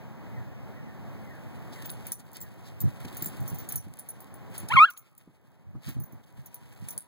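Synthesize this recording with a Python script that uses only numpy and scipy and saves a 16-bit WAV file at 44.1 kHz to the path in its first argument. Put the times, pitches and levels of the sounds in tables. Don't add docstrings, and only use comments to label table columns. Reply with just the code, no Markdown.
import sys
import numpy as np
from scipy import signal
from scipy.fft import rfft, irfft, next_fast_len
from scipy.io import wavfile
from scipy.ndimage import uniform_filter1d

SR = 44100
rng = np.random.default_rng(int(sys.argv[2]) if len(sys.argv) > 2 else 0)


def output_pcm(signal):
    pcm = np.clip(np.atleast_2d(signal).T, -1, 1) * 32767
    wavfile.write(sys.argv[1], SR, np.round(pcm).astype(np.int16))


N = 311787
TIME = np.arange(N) / SR


def undb(db):
    return 10 ** (np.asarray(db) / 20)


def unit(x):
    return x / np.sqrt(np.mean(x ** 2) + 1e-18)


def gain_at(hz, spectrum):
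    points_hz, db = np.transpose(spectrum)
    return undb(np.interp(np.log(hz + 1), np.log(points_hz), db))


def colour(x, spectrum):
    size = next_fast_len(len(x))
    response = gain_at(np.fft.rfftfreq(size, 1 / SR), spectrum)
    return unit(irfft(rfft(x, size) * response, size)[:len(x)])


def walk(rate, size=N):
    hold = max(int(SR / rate), 1)
    steps = np.repeat(rng.standard_normal(size // hold + 1), hold)
    return unit(uniform_filter1d(uniform_filter1d(steps, hold), hold)[:size])


def add(track, start_s, sound):
    i = int(start_s * SR)
    part, i = sound[max(-i, 0):max(N - i, 0)], max(i, 0)
    track[i:i + len(part)] += part


def swell(width_s):
    t = np.arange(-2 * width_s, 2 * width_s, 1 / SR)
    return t, np.exp(-2 * (t / width_s) ** 2)


def fade(t, t60):
    return np.exp(-np.log(1000) * t / t60)


def grains(size, rate, spread_db):
    sizes = undb(spread_db * np.minimum(rng.exponential(size=size), 4))
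    return (rng.random(size) < rate / SR) * sizes * rng.choice([-1, 1], size)


# start_s, depth_db
DIPS = [(2.118, -9.5), (3.762, -10), (4.81, -24), (6.2, -15), (6.978, -20.5)]
def dips(drop_s=.02, recovery_db_per_s=10.5):
    each = [np.clip((TIME - s) / drop_s, 0, 1) * np.minimum(db + recovery_db_per_s * (TIME - s), 0)
            for s, db in DIPS]
    return np.min(each, axis=0)


# frequency_hz, gain_db
RUSH_SPECTRUM = [(20, -42.5), (60, -3.5), (120, 9), (160, 3.5), (215, 2), (280, -3.5), (420, -9.5),
                 (850, -8), (1300, -16), (1900, -17.5), (2600, -24.5), (4000, -32), (7000, -38),
                 (11000, -40), (15500, -33.5)]
def outdoor_rush(level_db=-43, flicker_db=.93):
    envelope = undb(level_db + dips() + flicker_db * walk(11))
    return envelope * colour(rng.standard_normal(N), RUSH_SPECTRUM)


# frequency_hz, gain_db
RUMBLE_SPECTRUM = [(20, -26.5), (50, -14.5), (85, -1), (122, 5), (200, -9.5), (320, -29), (600, -36.5),
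                   (1500, -58.5)]
def rumble(bump_envelope, breeze_db=-52, gust_db=3.5):
    breeze = undb(breeze_db + dips() + gust_db * walk(15))
    return (breeze + bump_envelope) * colour(rng.standard_normal(N), RUMBLE_SPECTRUM)


# centre_s, pitch_hz, level_db, width_s
WHINES = [(.8, 215, -56, 1.3), (4.35, 1075, -60, .2), (6.7, 965, -66, .5)]
# centre_s, pitch_hz, level_db, width_s
BIRD_CALLS = [(.38, 1900, -56.5, .07), (.79, 1880, -58, .07), (.9, 1850, -59, .07), (1.32, 1820, -54, .09),
              (1.8, 1850, -56, .08), (2.45, 1800, -62, .07)]
def far_tones(rows, fall_per_s, blur_hz):
    out = np.zeros(N)
    for s, hz, db, width in rows:
        t, bell = swell(width)
        phase = 2 * np.pi * np.cumsum(hz * np.exp(-fall_per_s * t)) / SR
        smeared = walk(blur_hz, len(t)) * np.sin(phase) + walk(blur_hz, len(t)) * np.cos(phase)
        add(out, s + t[0], undb(db) * bell * smeared)
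    return out


# frequency_hz, gain_db
EARTH_SPECTRUM = [(40, -33.5), (100, 0), (170, 6.5), (320, 0.5), (500, -15), (1200, -17.5), (3000, -48)]
# start_s, thud_db, bump_db
SCUFFLE = [(0.381, -54, -41), (1.83, -48, -65), (2.181, -55, -68), (2.425, -50, -42), (2.836, -40, -18),
           (2.873, -44.5, -39), (3.045, -40, -44), (3.217, -40, -60), (3.259, -42, -63),
           (3.41, -45.5, -26.5), (3.515, -41, -32), (3.761, -52, -32.5), (3.866, -47.5, -37),
           (4.63, -43.5, -36), (4.737, -46, -24), (5.274, -51, -85), (5.669, -65.5, -44.5),
           (5.749, -45.5, -38), (5.877, -40.5, -30.5), (5.965, -45, -31), (6.0, -47.5, -34),
           (6.13, -52, -40.5), (6.373, -53.5, -40), (6.819, -50, -35)]
def paw_thuds(gain_db=3, attack_s=.0036, t60=.12):
    out, t = np.zeros(N), np.arange(SR // 4) / SR
    push = fade(t, t60) * np.minimum(t / attack_s, 1)
    for s, db, _ in SCUFFLE:
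        add(out, s, undb(db + gain_db) * colour(rng.standard_normal(len(t)), EARTH_SPECTRUM) * push)
    return out


def bumps(gain_db=-1, lag_s=.018, width_s=.04):
    envelope = np.zeros(N)
    t, bell = swell(width_s)
    for s, _, db in SCUFFLE:
        add(envelope, s + lag_s + t[0], undb(db + gain_db) * bell)
    return envelope


# frequency_hz, gain_db
GRIT_SPECTRUM = [(200, -8.5), (700, 0.5), (1800, 5.5), (3000, 3), (4300, -0.5), (6000, -6), (10000, -3),
                 (15500, -9.5)]
STRAW_SPECTRUM = [(800, -14), (2000, -1.5), (4000, -7.5), (9500, 1.5), (15500, 3.5)]
# centre_s, level_db, width_s
DRAGS = [(1.45, -68.5, 0.65), (1.87, -59.5, 0.2), (2.5, -66.5, 1), (3.2, -57, 0.41), (3.675, -60, 0.28),
         (4.19, -69, 0.48), (4.58, -54.5, 0.068), (4.985, -74, 1), (5.89, -54, 0.076), (6.39, -69, .4),
         (6.845, -60, 0.24)]
def paw_scrapes(grit_db=3, straw_db=-3):
    drag = np.zeros(N)
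    for s, db, width in DRAGS:
        t, bell = swell(width)
        add(drag, s + t[0], undb(db) * bell)
    crackle = colour(grains(N, rate=2700, spread_db=2.5) * undb(3.2 * walk(50)), GRIT_SPECTRUM)
    snap = fade(np.arange(SR // 100) / SR, t60=.009)
    bursts = signal.fftconvolve(np.abs(grains(N, rate=150, spread_db=1.2)), snap)[:N]
    straws = colour(bursts * rng.standard_normal(N), STRAW_SPECTRUM)
    return (undb(grit_db) * crackle + undb(straw_db) * straws) * drag


# frequency_ratio, gain_db
BURST_SPECTRUM = [(.125, -15.5), (.7, -7.5), (1, -2.5), (1.5, -11), (4.999, -17)]
# centre_s, level_db, width_s, peak_hz
SHORT_BURSTS = [(1.736, -51, 0.019, 3970), (1.823, -42, 0.0049, 1550), (1.855, -45, 0.016, 2960),
                (1.899, -45, 0.0096, 3730), (2.074, -49.5, 0.035, 2500), (2.2, -51.5, 0.013, 9050),
                (2.365, -47, 0.021, 4600), (2.436, -48.5, 0.0034, 13000), (2.673, -52.5, 0.036, 4100),
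                (3.053, -42.5, .008, 2460), (3.086, -49, 0.011, 3950), (3.148, -48, .004, 14000),
                (4.691, -41.5, 0.0078, 5500), (4.908, -46, .005, 2000), (4.972, -53, 0.0087, 3000),
                (5.876, -52, .06, 3850), (6.239, -64.5, .012, 3500), (6.888, -49, .007, 2500)]
def short_bursts():
    out = np.zeros(N)
    for s, db, width, hz in SHORT_BURSTS:
        t, bell = swell(width)
        band = [(hz * ratio, gain) for ratio, gain in BURST_SPECTRUM]
        crackle = grains(len(t), rate=2200, spread_db=4.5) + .45 * rng.standard_normal(len(t))
        add(out, s + t[0], undb(db) * bell * colour(crackle, band))
    return out


def split(share):
    angle = np.clip(share, 0, 1) * np.pi / 2
    return np.cos(angle), np.sin(angle)


def ring(modes, t, mistune, choke, scatter_db=3.5, attack_s=.002):
    hz, db, t60 = np.transpose(modes)[:, :, None]
    size, detune, start_phase, damping = rng.standard_normal((4, len(modes), 1))
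    gain = undb(db + scatter_db * size)
    t60 = t60 * np.exp(.35 * np.minimum(damping, 1))
    decay = .3 * fade(t, t60) + .7 * fade(t, t60 * choke)
    waver = undb(3 * np.array([walk(130, len(t)) for _ in modes]))
    pitch = hz * (1 + mistune * (detune + .5 * walk(150, len(t))) * fade(t, .3))
    waves = gain * decay * waver * np.sin(2 * np.pi * (np.cumsum(pitch, axis=1) / SR + start_phase))
    return waves.sum(axis=0) * np.sqrt(2 / np.sum(gain ** 2)) * np.minimum(t / attack_s, 1)


# frequency_hz, gain_db
CLACK_SPECTRUM = [(500, -28.5), (2500, -29), (5000, -20), (7000, -18.5), (8700, -2.5), (9700, -1.5),
                  (10700, 7), (12000, -17.5), (14500, -7), (16000, -22.5)]
BUZZ_SPECTRUM = [(2000, -23), (5000, -7.5), (7000, -7.5), (10400, -7.5), (12500, -8.5), (15000, 0.5)]
# frequency_hz, level_db, t60_s
TAG_MODES = [(5920, -13, 0.39), (6683, -10.5, 0.11), (10520, 1, 0.2), (12170, 4.5, 0.051), (13330, -2, .1),
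             (14120, -6, .1), (15170, 3, 0.12)]
BUCKLE_MODES = [(7490, -11, 0.076), (8040, -16.5, 0.055), (9100, -15, 0.03), (10920, -16.5, 0.11),
                (14850, 0.5, .11)]
def knock(freedom, buckle_share, clack_db=3, chatter_db=-15, tag_db=6, buckle_db=1, buzz_db=-7):
    t = np.arange(SR // 4) / SR
    dead, free = split(freedom)
    on_tag, on_buckle = split(buckle_share)
    contact = rng.standard_normal(len(t)) * fade(t, t60=.015)
    contact[32] += 9
    blow = colour(contact, CLACK_SPECTRUM) * np.sqrt(.0018 / t[-1])
    chatter = colour(grains(len(t), rate=1500, spread_db=4.5), CLACK_SPECTRUM) * fade(t, t60=.17)
    clack = undb(clack_db) * (blow + undb(chatter_db) * chatter)
    tag = undb(tag_db) * ring(TAG_MODES, t, mistune=.005, choke=.3)
    buckle = undb(buckle_db) * ring(BUCKLE_MODES, t, mistune=.007, choke=.4)
    buzz = colour(grains(len(t), rate=3600, spread_db=2), BUZZ_SPECTRUM) * fade(t, t60=.082)
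    jingle = on_tag * tag + on_buckle * buckle + undb(buzz_db) * buzz
    fur_damping = fade(dead * t, t60=.27)
    return dead * clack + free * jingle * fur_damping


# start_s, level_db, freedom (0 dead to 1 ringing), buckle_share (0 tag to 1 buckle)
COLLAR_KNOCKS = [(1.857, -39.5, 0.78, .3), (1.902, -34.5, 0.2, .05), (1.915, -42.5, .2, .1),
                 (2.068, -36, 0.42, .4), (2.1196, -25, 0.36, 0.73), (2.331, -44, 0.74, .75),
                 (2.404, -40.5, .95, .8), (2.413, -35.5, 0.94, 0.95), (2.804, -29, 0.91, 0.9),
                 (3.168, -35.5, .85, .55), (3.222, -26.5, 0.82, .9), (3.258, -29, 0.84, .8),
                 (3.272, -33.5, .65, .86), (3.404, -43, 0.77, .8), (3.477, -36, .9, .5),
                 (3.545, -40.5, 0.78, .6), (3.585, -39.5, 0.86, .1), (3.689, -32, .5, .1),
                 (3.722, -30.5, 0.41, .1), (3.757, -28.5, .6, 0.31), (3.989, -40.5, 0.48, 0.46),
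                 (3.995, -36.5, 0.16, .3), (4.087, -40, 0.87, 0.11), (4.204, -43.5, 0.67, .9),
                 (4.341, -44.5, 0.36, .35), (4.579, -33, 0.55, .05), (4.687, -37, 0.18, .18),
                 (4.902, -40.5, 0.71, .55), (4.975, -41, .55, .05), (5.178, -50, 0.62, .7),
                 (5.888, -43.5, .88, .05), (6.0, -47.5, 0.77, .05), (6.036, -50.5, 1, .05),
                 (6.122, -55, 0.69, 0.54), (6.459, -44.5, 0.8, .05), (6.543, -39.5, 0.49, .05),
                 (6.886, -33, 0.38, .1), (6.905, -36.5, 0.68, .5), (6.9779, -27, 0.058, .75)]
def collar(mean_rebound_s=.015, rebound_db=-6):
    out = np.zeros(N)
    for s, db, freedom, buckle_share in COLLAR_KNOCKS:
        add(out, s, undb(db) * knock(freedom, buckle_share))
        rebound_s = s + mean_rebound_s * (.5 + rng.random())
        add(out, rebound_s, freedom * undb(db + rebound_db) * knock(freedom, buckle_share))
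    return out


# frequency_hz, gain_db
YELP_SPECTRUM = [(800, 3.5), (1075, 3), (1135, -9.5), (1190, 1.5), (1900, -5), (2100, -15), (2190, 4),
                 (2440, -10.5), (3200, -11.5), (3600, -29), (4300, -30), (5500, -49), (9500, -43.5),
                 (15000, -64)]
# time_s, pitch_hz, level_db
YELP_CONTOUR = [(4.697, 837, -55.5), (4.705, 885, -36.5), (4.716, 949, -30), (4.731, 1220, -28.5),
                (4.74, 1426, -21.5), (4.749, 1441, -30), (4.757, 1368, -24), (4.771, 1083, -15),
                (4.786, 1054, -14), (4.802, 1193, -12.5), (4.818, 1215, -10), (4.829, 1295, -10.5),
                (4.84, 1316, -10.5), (4.852, 1450, -19.5), (4.857, 1666, -22), (4.872, 1663, -36),
                (4.895, 1429, -34), (4.907, 1365, -49)]
def yelp(hoarse_s=.079, hoarse_db_per_octave=3.5, flutter=.004, roughness=.07):
    times, pitch_hz, level_db = np.transpose(YELP_CONTOUR)
    start, end = times[0], times[-1]
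    hoarse = np.interp(TIME, [start + hoarse_s / 2, start + hoarse_s], [1, 0])
    hz = np.interp(TIME, times, pitch_hz) * (1 + flutter * (1 + 5 * hoarse) * walk(300))
    phase = 2 * np.pi * np.cumsum(hz) / SR
    effort = undb(np.interp(TIME, times, level_db))
    tilt_db = hoarse_db_per_octave * hoarse
    voice = effort * sum(gain_at(k * hz, YELP_SPECTRUM) * undb(tilt_db * np.log2(k)) * np.sin(k * phase)
                         for k in range(1, 10))
    breath_spectrum = [(300, -25), (1000, -7.5), (2400, 6.5), (4500, -13.5), (9000, -16.5)]
    rasp = colour(rng.standard_normal(N), breath_spectrum) * (1 + np.cos(phase))
    airflow = (undb(-40) + 4 * hoarse * undb(-43)) * np.sqrt(effort)
    shimmer = 1 + roughness * (1.7 + 2 * hoarse) * walk(400)
    gate = uniform_filter1d(1. * ((TIME > start) & (TIME < end)), size=200)
    return gate * (np.sqrt(2) * voice * shimmer + airflow * rasp)


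def yard(x, fence_db=-45, fence_t60=.94, build_s=.083, ground_db=-33, ground_t60=.27):
    t = np.arange(SR) / SR
    dull = colour(rng.standard_normal(SR), [(200, .5), (1200, -13.5), (2500, -15), (10000, -13.5)])
    fences = undb(fence_db) * unit(dull * fade(t, fence_t60) * np.minimum(t / build_s, 1))
    ground = undb(ground_db) * unit(rng.standard_normal(SR) * fade(t, ground_t60))
    return signal.fftconvolve(x, (fences + ground) / np.sqrt(SR))[:N]


def ports(mid, side, narrow, lag_samples=16):
    size = next_fast_len(N)
    hz = np.fft.rfftfreq(size, 1 / SR)
    half_phase = np.pi * (hz * lag_samples / SR - .5)
    half_phase = np.maximum(half_phase, half_phase * np.interp(hz, [130, 420], [1, narrow]))
    common = irfft(rfft(mid, size) * np.cos(half_phase), size)[:N]
    opposed = irfft(rfft(side, size) * 1j * np.sin(half_phase), size)[:N]
    return np.array([common + opposed, common - opposed])


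def scene(rush_spread=.8, rumble_bias=-.081):
    dog = yelp() + collar() + paw_scrapes() + short_bursts()
    bird = far_tones(BIRD_CALLS, fall_per_s=2.1, blur_hz=340)
    whines = far_tones(WHINES, fall_per_s=.01, blur_hz=23.83)
    direct = dog + bird + whines
    ahead, around = outdoor_rush(), outdoor_rush()
    wide = rush_spread * around + np.sqrt(1 - rush_spread ** 2) * ahead
    front = ports(direct + yard(dog), direct + yard(dog), narrow=.45)
    background = ports(ahead, wide, narrow=.62)
    rumble_gains = np.array([[rumble_bias + 1], [rumble_bias - 1]])
    return front + background + paw_thuds() + rumble(bumps()) * rumble_gains


def record(dry, cutoff_hz=15900):
    return signal.sosfilt(signal.ellip(10, .2, 70, cutoff_hz, fs=SR, output="sos"), dry)


dry = scene()
out = record(dry)
output_pcm(out)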